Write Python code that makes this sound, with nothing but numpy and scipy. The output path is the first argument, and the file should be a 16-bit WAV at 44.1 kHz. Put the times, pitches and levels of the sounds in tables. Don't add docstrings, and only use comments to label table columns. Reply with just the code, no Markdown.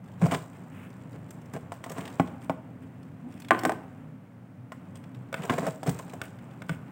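import sys
import numpy as np
from scipy import signal
from scipy.fft import rfft, irfft
from scipy.io import wavfile

SR = 44100
rng = np.random.default_rng(int(sys.argv[2]) if len(sys.argv) > 2 else 0)


def dump_mix(stems):
    frames = np.atleast_2d(stems).T
    limited = np.clip(frames, -1, 1)
    pcm = np.round(limited * 32767).astype(np.int16)
    wavfile.write(sys.argv[1], SR, pcm)


N = 304731
T = np.arange(N) / SR
RING_T = T[:SR // 4]

# f/Hz, width/Hz, level/dB
HUM_BANDS = [(70.6, 6, -71), (100.3, 10.6, -55), (122.4, 16, -49), (154.5, 6.9, -53), (185.5, 41, -49.5),
             (237.6, 11.3, -55.5), (261.5, 10.5, -56.5), (287.8, 15, -63)]
# t/s, length/s, crinkle level/dB, rubbing level/dB
MOVEMENTS = [(0.025, 0.29, -74, -52.5), (0.19, 0.17, -57, -46), (0.527, 1.75, -72.5, -51.5),
             (1.864, 0.24, -63.5, -47), (2.254, 1.8, -81, -55), (3.522, 0.066, -72, -34),
             (4.713, 0.58, -78, -54), (5.363, 0.17, -57, -40), (5.471, 0.19, -54, -43.5),
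             (5.843, 0.11, -54, -42.5), (6.05, 0.86, -74.5, -50.5)]
# t/s, length/s, level/dB, brightness f/Hz
SCRAPES = [(0.21, 0.049, -32.5, 1490), (0.259, 0.14, -43, 1500), (0.306, 0.053, -30.5, 2300),
           (1.135, 0.036, -43.5, 694), (1.53, 0.053, -36, 990), (1.9, 0.029, -40, 1100),
           (1.945, 0.14, -45, 2000), (3.652, 0.019, -29, 885), (5.434, 0.027, -37, 1590),
           (5.52, 0.0303, -29.5, 1010), (5.577, 0.0176, -28.5, 1474), (5.611, 0.088, -33, 930),
           (5.667, 0.027, -31, 1030), (5.857, 0.044, -30, 1000), (5.988, 0.019, -40, 2000),
           (6.131, 0.017, -40, 1240)]
# t/s, length/s, f/Hz, level/dB
LOW_TONES = [(.216, 0.0484, 155.4, -19), (1.545, 0.039, 161, -40), (3.219, 0.11, 237.2, -42),
             (5.39, 0.019, 160, -34), (5.586, 0.024, 192, -34), (5.875, 0.03, 143, -24),
             (5.903, 0.032, 131, -37), (6.697, 0.032, 143, -30.5)]
# t/s, level/dB, crease f/Hz
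SNAPS = [(0.264, -49, 5400), (0.311, -45, 3050), (0.345, -40.5, 3430), (0.902, -66, 5670),
         (1.128, -67, 4430), (1.306, -54, 7150), (1.415, -68, 6200), (1.535, -54, 6880), (1.738, -63, 6700),
         (1.896, -50.5, 6320), (1.917, -49, 7520), (2.006, -53, 3440), (2.053, -51, 3650),
         (2.076, -50.5, 3300), (2.273, -58, 3034), (3.029, -67.5, 4950), (3.322, -66, 5250),
         (3.4, -56, 6950), (3.419, -56.5, 4150), (3.446, -57, 3400), (3.484, -52, 3800),
         (3.59, -45.5, 5080), (4.955, -66, 3900), (5.038, -61.5, 2220), (5.146, -63, 3620),
         (5.433, -49.5, 2760), (5.451, -51.5, 6600), (5.4965, -41.5, 3460), (5.874, -46, 6050),
         (5.988, -50.5, 7100), (6.096, -58, 3830), (6.135, -57.5, 7100), (6.386, -64, 2750),
         (6.509, -66, 3380)]
# t/s, length/s, level/dB, added crinkle level/dB
SWISHES = [(0.509, 0.087, -61.5, -7), (0.69, 0.23, -55, -21), (1.1, 0.083, -81, -15),
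           (1.903, 0.23, -69, -18), (2.403, 0.075, -59, -1.5), (2.812, 0.041, -62, -4.5),
           (4.944, 0.04, -59, 3.5), (3.254, 0.21, -62.5, -7), (5.35, 0.052, -50, -14),
           (5.51, 0.15, -62, -4), (6.205, 0.077, -54, -7), (6.673, 0.091, -51, -6)]
# t/s, body level/dB, wall level/dB, tick level/dB, favoured f/Hz
STACK_HITS = [(0.26, -30, -25, -61, 600), (0.319, -22, -26, -44.5, 640), (0.338, -33, -28.5, -44, 850),
              (1.72, -49, -32, -53, 815), (1.84, -59, -36.5, -48.5, 1160), (1.862, -36.5, -36.5, -60, 700),
              (1.982, -30.5, -34.5, -51, 870), (2.1975, -14, -16.5, -48, 774),
              (2.4965, -22.5, -20.5, -53, 640), (4.72, -66, -36.5, -57, 1120),
              (5.4965, -23.5, -20, -68, 1170), (5.505, -19, -31, -50, 816), (5.585, -33, -31, -61, 624),
              (5.667, -35, -26, -45.5, 543), (5.831, -39, -32, -50, 600), (5.867, -33, -50, -48, 690),
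              (5.893, -35, -33, -41, 745)]
LID_HITS = [(3.508, -36, -10.5, -37, 1080), (3.5168, -24, -19, -61, 1050), (3.548, -33, -29, -72, 1090),
            (3.635, -30, -30, -42.5, 840), (3.6512, -30.5, -18, -33, 860), (3.67, -27.5, -46, -71, 660),
            (3.6945, -59, -20, -43.5, 666), (3.7195, -34.5, -27.5, -49.5, 740)]
TUB_HITS = [(5.3277, -50, -36, -53, 694), (5.342, -28, -31, -48.5, 1398), (6.2155, -27.5, -35, -46.5, 1430),
            (6.62, -32, -43, -59, 1310), (6.694, -24.5, -32.5, -50.5, 1280)]
# f/Hz, level/dB, t60/s (time to fade 60 dB)
STACK_MODES = [(114, -28, 0.27), (173, 13, 0.069), (263.2, 12.5, 0.1), (315, -6.5, 0.13),
               (472, -7.5, 0.084), (540, -0.5, 0.031), (650, 1, .06), (695, 4, .065), (785, -1, .06),
               (1064, 3, .06), (1190, -3, .05), (985, 7, 0.016), (1317, -16.5, 0.12), (1560, -24, 0.016),
               (1980, 0, 0.11), (2180, 14, 0.012), (2360, 8.5, 0.012), (2860, 10, 0.024), (3530, -25, .02)]
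LID_MODES = [(255, -10.5, 0.15), (320.5, -7.5, .13), (435, 2, 0.11), (671, 6, 0.023), (740, -5, 0.08),
             (785, -2, 0.044), (1059, -6, 0.14), (1188, -6, 0.088), (1496, -13, 0.12), (1532, -0.5, 0.051),
             (1670, 5.5, 0.012), (1863, 4.5, 0.02), (2235, -25, 0.024), (3760, -20, 0.012)]
TUB_MODES = [(162, 5, 0.035), (280, -9, 0.12), (561, 3.5, 0.047), (656, -3, 0.11), (830, -25, 0.047),
             (1185, -6, 0.048), (1478, 3.5, 0.032), (1536, -6, 0.042), (1750, -13, 0.05), (2194, 4, 0.018),
             (2580, -5, 0.026), (3070, -10, 0.05), (3450, 0.5, 0.021)]
CREASE_PITCHES = [3200, 5200, 8300, 14000]
# f/Hz, level/dB
HISS_COLOUR = [(18, -79), (30, -51), (64, -20), (79, -15), (124, 4.5), (145, -24), (215, -13.5), (266, -10),
               (374, -25.5), (554, -22.5), (780, -27.5), (2120, -37.5), (4080, -52.5), (10800, -58),
               (16000, -57.5)]
TICK_COLOUR = [(1500, -38), (2800, 1.5), (3400, 5), (4100, -2.5), (5200, 2), (6500, -2), (7900, 3.5),
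               (9500, -5), (11500, -11.5), (14000, -9), (16000, -3.5)]
RUB_COLOUR = [(150, -17), (300, 2), (650, 2), (1100, -2), (2000, -11), (3000, -17), (4200, -33),
              (8000, -34.5)]
RIM_COLOUR = [(70, -33.5), (150, 19.5), (300, -4), (420, 11.5), (680, 0), (1000, -6.5), (1600, 4),
              (2500, -11), (4000, -12.5), (8000, -1.5), (11000, -12), (16000, -3)]
SHEET_COLOUR = [(300, -4), (700, 5.5), (1500, 3.5), (2600, -1.5), (3400, -11.5), (4300, -28), (8000, -17.5)]
MIC_COLOUR = [(60, -4.5), (85, 0.5), (1000, -0.5), (2100, 0), (2750, -0.5), (3400, -1), (4100, -1.5),
              (5100, -1.5), (6500, -1), (7550, 1), (7900, -0.5), (8400, 4.5), (9200, 1.5), (10500, -2.5),
              (14500, 0), (15650, 3.5)]
# f/Hz, t60/s, level/dB
ROOM_ECHO = [(154, 0.42, -9.5), (357, 0.32, -8), (700, 0.58, -15.5), (1510, 0.48, -14.5),
             (3010, 0.3, -14.5), (7000, 0.31, -12.5), (15200, 0.13, -7)]


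def undb(db):
    return 10 ** (np.asarray(db) / 20)


def unit(x):
    return x / np.sqrt(np.mean(x ** 2))


def add(out, start_s, x):
    i = max(int(start_s * SR), 0)
    out[i:i + len(x)] += x[:len(out) - i]


def burst(x, db):
    return x * undb(db) / np.sqrt(np.mean(x[:SR // 50] ** 2))


def colour(x, points):
    hz, db = np.transpose(points)
    size = 2048
    gain_db = np.interp(np.log(np.fft.rfftfreq(size, 1 / SR) + 1), np.log(hz), db)
    cepstrum = irfft(np.log(undb(gain_db)))
    cepstrum[1:size // 2] *= 2
    cepstrum[size // 2 + 1:] = 0
    response = irfft(np.exp(rfft(cepstrum)))
    return signal.fftconvolve(x, response)[:len(x)]


def favour(rows, centre_hz, db_per_octave):
    return [(hz, db - db_per_octave * np.abs(np.log2(hz / centre_hz)), *rest) for hz, db, *rest in rows]


def soften(x, hz, order):
    return signal.sosfilt(signal.butter(order, min(hz, SR / 3), fs=SR, output="sos"), x)


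def cut_bass(x, hz, order=2):
    return signal.sosfilt(signal.butter(order, hz, "high", fs=SR, output="sos"), x)


def clicks(count, per_s, spread_db):
    happens = rng.random(count) < per_s / SR
    size = np.minimum(rng.exponential(size=count), 4)
    sign = rng.choice([-1, 1], count)
    return happens * sign * undb(spread_db * size)


def fade(t60, t=RING_T):
    return np.exp(-np.log(1000) * t / t60)


def crack(t60, points, rise_s):
    envelope = (1 - np.exp(-RING_T / rise_s)) * fade(t60)
    return colour(rng.standard_normal(len(RING_T)) * envelope, points)


def ring(modes):
    shifts = 1 + .008 * rng.standard_normal(len(modes))
    return sum(undb(db) * fade(t60) * np.sin(2 * np.pi * hz * shift * RING_T)
               for shift, (hz, db, t60) in zip(shifts, modes))


def hum_and_hiss(hum_gain_db=-2, hiss_db=-55.5):
    f = np.fft.rfftfreq(N, 1 / SR)
    power = sum(undb(db) ** 2 / width / (1 + ((f - hz) / width * 2) ** 2) ** 2
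                for hz, width, db in HUM_BANDS)
    hum = unit(irfft(rfft(rng.standard_normal(N)) * np.sqrt(power), N))
    hum_level = np.linalg.norm(undb([db + hum_gain_db for _, _, db in HUM_BANDS]))
    hiss = unit(cut_bass(colour(rng.standard_normal(N), HISS_COLOUR), 300))
    return hum_level * hum + undb(hiss_db) * hiss


def strength(start_s, length_s, rise_s=0.039, release_s=0.11):
    build_up = np.clip((T - start_s) / rise_s, 0, 1)
    return build_up * np.exp(-np.maximum(T - start_s - length_s, 0) / release_s)


def crinkles(per_s):
    ticks = [crack(.008, favour(TICK_COLOUR, hz, 5), rise_s=.0007) for hz in CREASE_PITCHES]
    return unit(sum(signal.fftconvolve(clicks(N, per_s, spread_db=4.4), tick)[:N] for tick in ticks))


def crinkle_and_rub(crinkle_gain_db=-2, rub_gain_db=-4.5):
    crinkle_level, rub_level = sum(np.outer(undb([crinkle_db, rub_db]), strength(start, length))
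                                   for start, length, crinkle_db, rub_db in MOVEMENTS)
    bag = crinkles(per_s=160)
    rubbing = unit(colour(clicks(N, per_s=2000, spread_db=1.3), RUB_COLOUR))
    return undb(crinkle_gain_db) * crinkle_level * bag + undb(rub_gain_db) * rub_level * rubbing


def rumble(db=-51):
    moving = np.minimum(sum(strength(start, length) for start, length, _, _ in MOVEMENTS), 1)
    nudges = clicks(N, per_s=300, spread_db=3.6)
    return undb(db) * moving * unit(signal.fftconvolve(nudges, ring(STACK_MODES[:4]))[:N])


def scrapes():
    out = np.zeros(N)
    for start, length, db, bright_hz in SCRAPES:
        count = int(length * SR)
        slips = clicks(count, per_s=1500, spread_db=3.1) * signal.windows.tukey(count, .4)
        rim = soften(colour(signal.unit_impulse(len(RING_T)), RIM_COLOUR), bright_hz, order=1)
        hollow = cut_bass(ring(favour(STACK_MODES, bright_hz / 2, 13.2)), 240)
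        rasp = signal.fftconvolve(slips, burst(rim, 0) + burst(hollow, 0))
        rasp_level = np.sqrt(np.sum(rasp ** 2) / count + 1e-18)
        add(out, start, undb(db) * rasp / rasp_level)
    return out


def shudders():
    out = np.zeros(N)
    for start, length, hz, db in LOW_TONES:
        t = T[:int(length * SR)]
        wobble = np.interp(t * hz, np.arange(20), rng.standard_normal(20))
        phase = 2 * np.pi * np.cumsum(hz * (1 + 0.11 * wobble)) / SR
        wave = sum(size * np.sin(k * phase) for k, size in enumerate([1, 0.073, 0.094, 0.04], 1))
        add(out, start, undb(db) * unit(wave * signal.windows.tukey(len(t), .6)))
    return out


def blows(hits, modes, body_modes, focus_db_per_octave, body_gain_db, wall_gain_db, tick_gain_db,
          buzz_db, buzz_t60, tick_t60, body_cut_hz, wall_cut_hz):
    out = np.zeros(N)
    for start, body_db, wall_db, tick_db, spot_hz in hits:
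        tones = ring(favour(modes[body_modes:], spot_hz, focus_db_per_octave))
        buzz = crack(buzz_t60, favour(SHEET_COLOUR, spot_hz, focus_db_per_octave), rise_s=0.00049)
        walls = soften(burst(tones, 0) + burst(buzz, buzz_db), 3900, order=4)
        body = soften(ring(modes[:body_modes]), 630, order=2)
        tick = crack(tick_t60, TICK_COLOUR, rise_s=0.00019)
        add(out, start, burst(cut_bass(body, body_cut_hz), body_db + body_gain_db))
        add(out, start, burst(cut_bass(walls, wall_cut_hz), wall_db + wall_gain_db))
        add(out, start, burst(tick, tick_db + tick_gain_db))
    return out


def stack_knocks():
    return blows(STACK_HITS, STACK_MODES, body_modes=4, focus_db_per_octave=13.5,
                 body_gain_db=-5.5, wall_gain_db=-5, tick_gain_db=0,
                 buzz_db=-3.5, buzz_t60=0.051, tick_t60=0.046, body_cut_hz=126, wall_cut_hz=362)


def stray_snaps(count=200, per_s=9, above_crinkle_db=1.5, spread_db=3, low_hz=2840, high_hz=6800):
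    wait, size, pitch = rng.random((count, 3)).T
    times = np.cumsum(-np.log(1 - wait)) / per_s
    extra_dbs = above_crinkle_db + spread_db * (2 * size - 1)
    pitches = low_hz * (high_hz / low_hz) ** pitch
    return [(t, crinkle_db + extra_db, hz) for t, extra_db, hz in zip(times, extra_dbs, pitches)
            for start, length, crinkle_db, _ in MOVEMENTS if start < t < start + length]


def bag_snaps(snaps, rise_s=.002, ping_t60=0.02, tick_t60=0.033, sheet_t60=0.028):
    out = np.zeros(N)
    for start, db, crease_hz in snaps:
        ping = ring([(crease_hz * 0.87, 0, ping_t60), (crease_hz * 1.05, 0, ping_t60)])
        ping *= 1 - np.exp(-RING_T / rise_s)
        tick = crack(tick_t60, favour(TICK_COLOUR, crease_hz, 6), rise_s)
        sheet = crack(sheet_t60, favour(SHEET_COLOUR, crease_hz, 6), rise_s)
        sheet_db = db + 2 - 2.5 * np.log2(crease_hz / 3240)
        add(out, start, burst(ping, db - 6) + burst(tick, db - 3) + burst(sheet, sheet_db))
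    return out


def swishes():
    out = np.zeros(N)
    slide = unit(colour(clicks(N, per_s=4800, spread_db=2.2), favour(SHEET_COLOUR, 3070, 5.1)))
    crinkle = crinkles(per_s=140)
    for start, length, db, crinkle_db in SWISHES:
        part = slice(int(start * SR), int(start * SR) + int(length * SR))
        swish = slide[part] + undb(crinkle_db) * crinkle[part]
        add(out, start, undb(db) * swish * signal.windows.tukey(len(swish), .7))
    return out


def lid_rattle():
    return blows(LID_HITS, LID_MODES, body_modes=2, focus_db_per_octave=11.5,
                 body_gain_db=-2, wall_gain_db=-4.5, tick_gain_db=-3,
                 buzz_db=-7.5, buzz_t60=0.065, tick_t60=0.026, body_cut_hz=238, wall_cut_hz=543)


def tub_clicks():
    return blows(TUB_HITS, TUB_MODES, body_modes=2, focus_db_per_octave=5,
                 body_gain_db=-12.5, wall_gain_db=-1, tick_gain_db=1.5,
                 buzz_db=-6, buzz_t60=0.035, tick_t60=0.021, body_cut_hz=128, wall_cut_hz=450)


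def room_echo(x, gap_s=0.014, build_s=0.0019):
    t = T[:SR]
    band_hz, t60s, levels_db = np.transpose(ROOM_ECHO)
    spectrum = rfft(rng.standard_normal(SR))
    log_hz = np.log(np.arange(SR // 2 + 1) + 1)
    onset = 1 - np.exp(-np.maximum(t - gap_s, 0) / build_s)
    tail = 0
    for this_band, t60, db in zip(np.eye(len(band_hz)), t60s, levels_db):
        noise = irfft(spectrum * np.interp(log_hz, np.log(band_hz), this_band))
        envelope = onset * fade(t60, t)
        tail = tail + undb(db) * noise * envelope / np.linalg.norm(envelope)
    return signal.fftconvolve(x, tail)[:N]


def scene():
    background = hum_and_hiss()
    near = stack_knocks() + tub_clicks() + lid_rattle()
    near += swishes() + crinkle_and_rub() + scrapes() + shudders()
    near += bag_snaps(SNAPS + stray_snaps()) + rumble()
    return (near + room_echo(near) + background)[None]


def record(dry, top_hz=15800):
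    thin = cut_bass(colour(dry[0], MIC_COLOUR), 70, order=4)
    rounded = 2 * np.tanh(thin / 2)
    treble_cut = signal.ellip(10, .2, 70, top_hz, fs=SR, output="sos")
    return signal.sosfilt(treble_cut, rounded)[None]


dry = scene()
out = record(dry)
dump_mix(out)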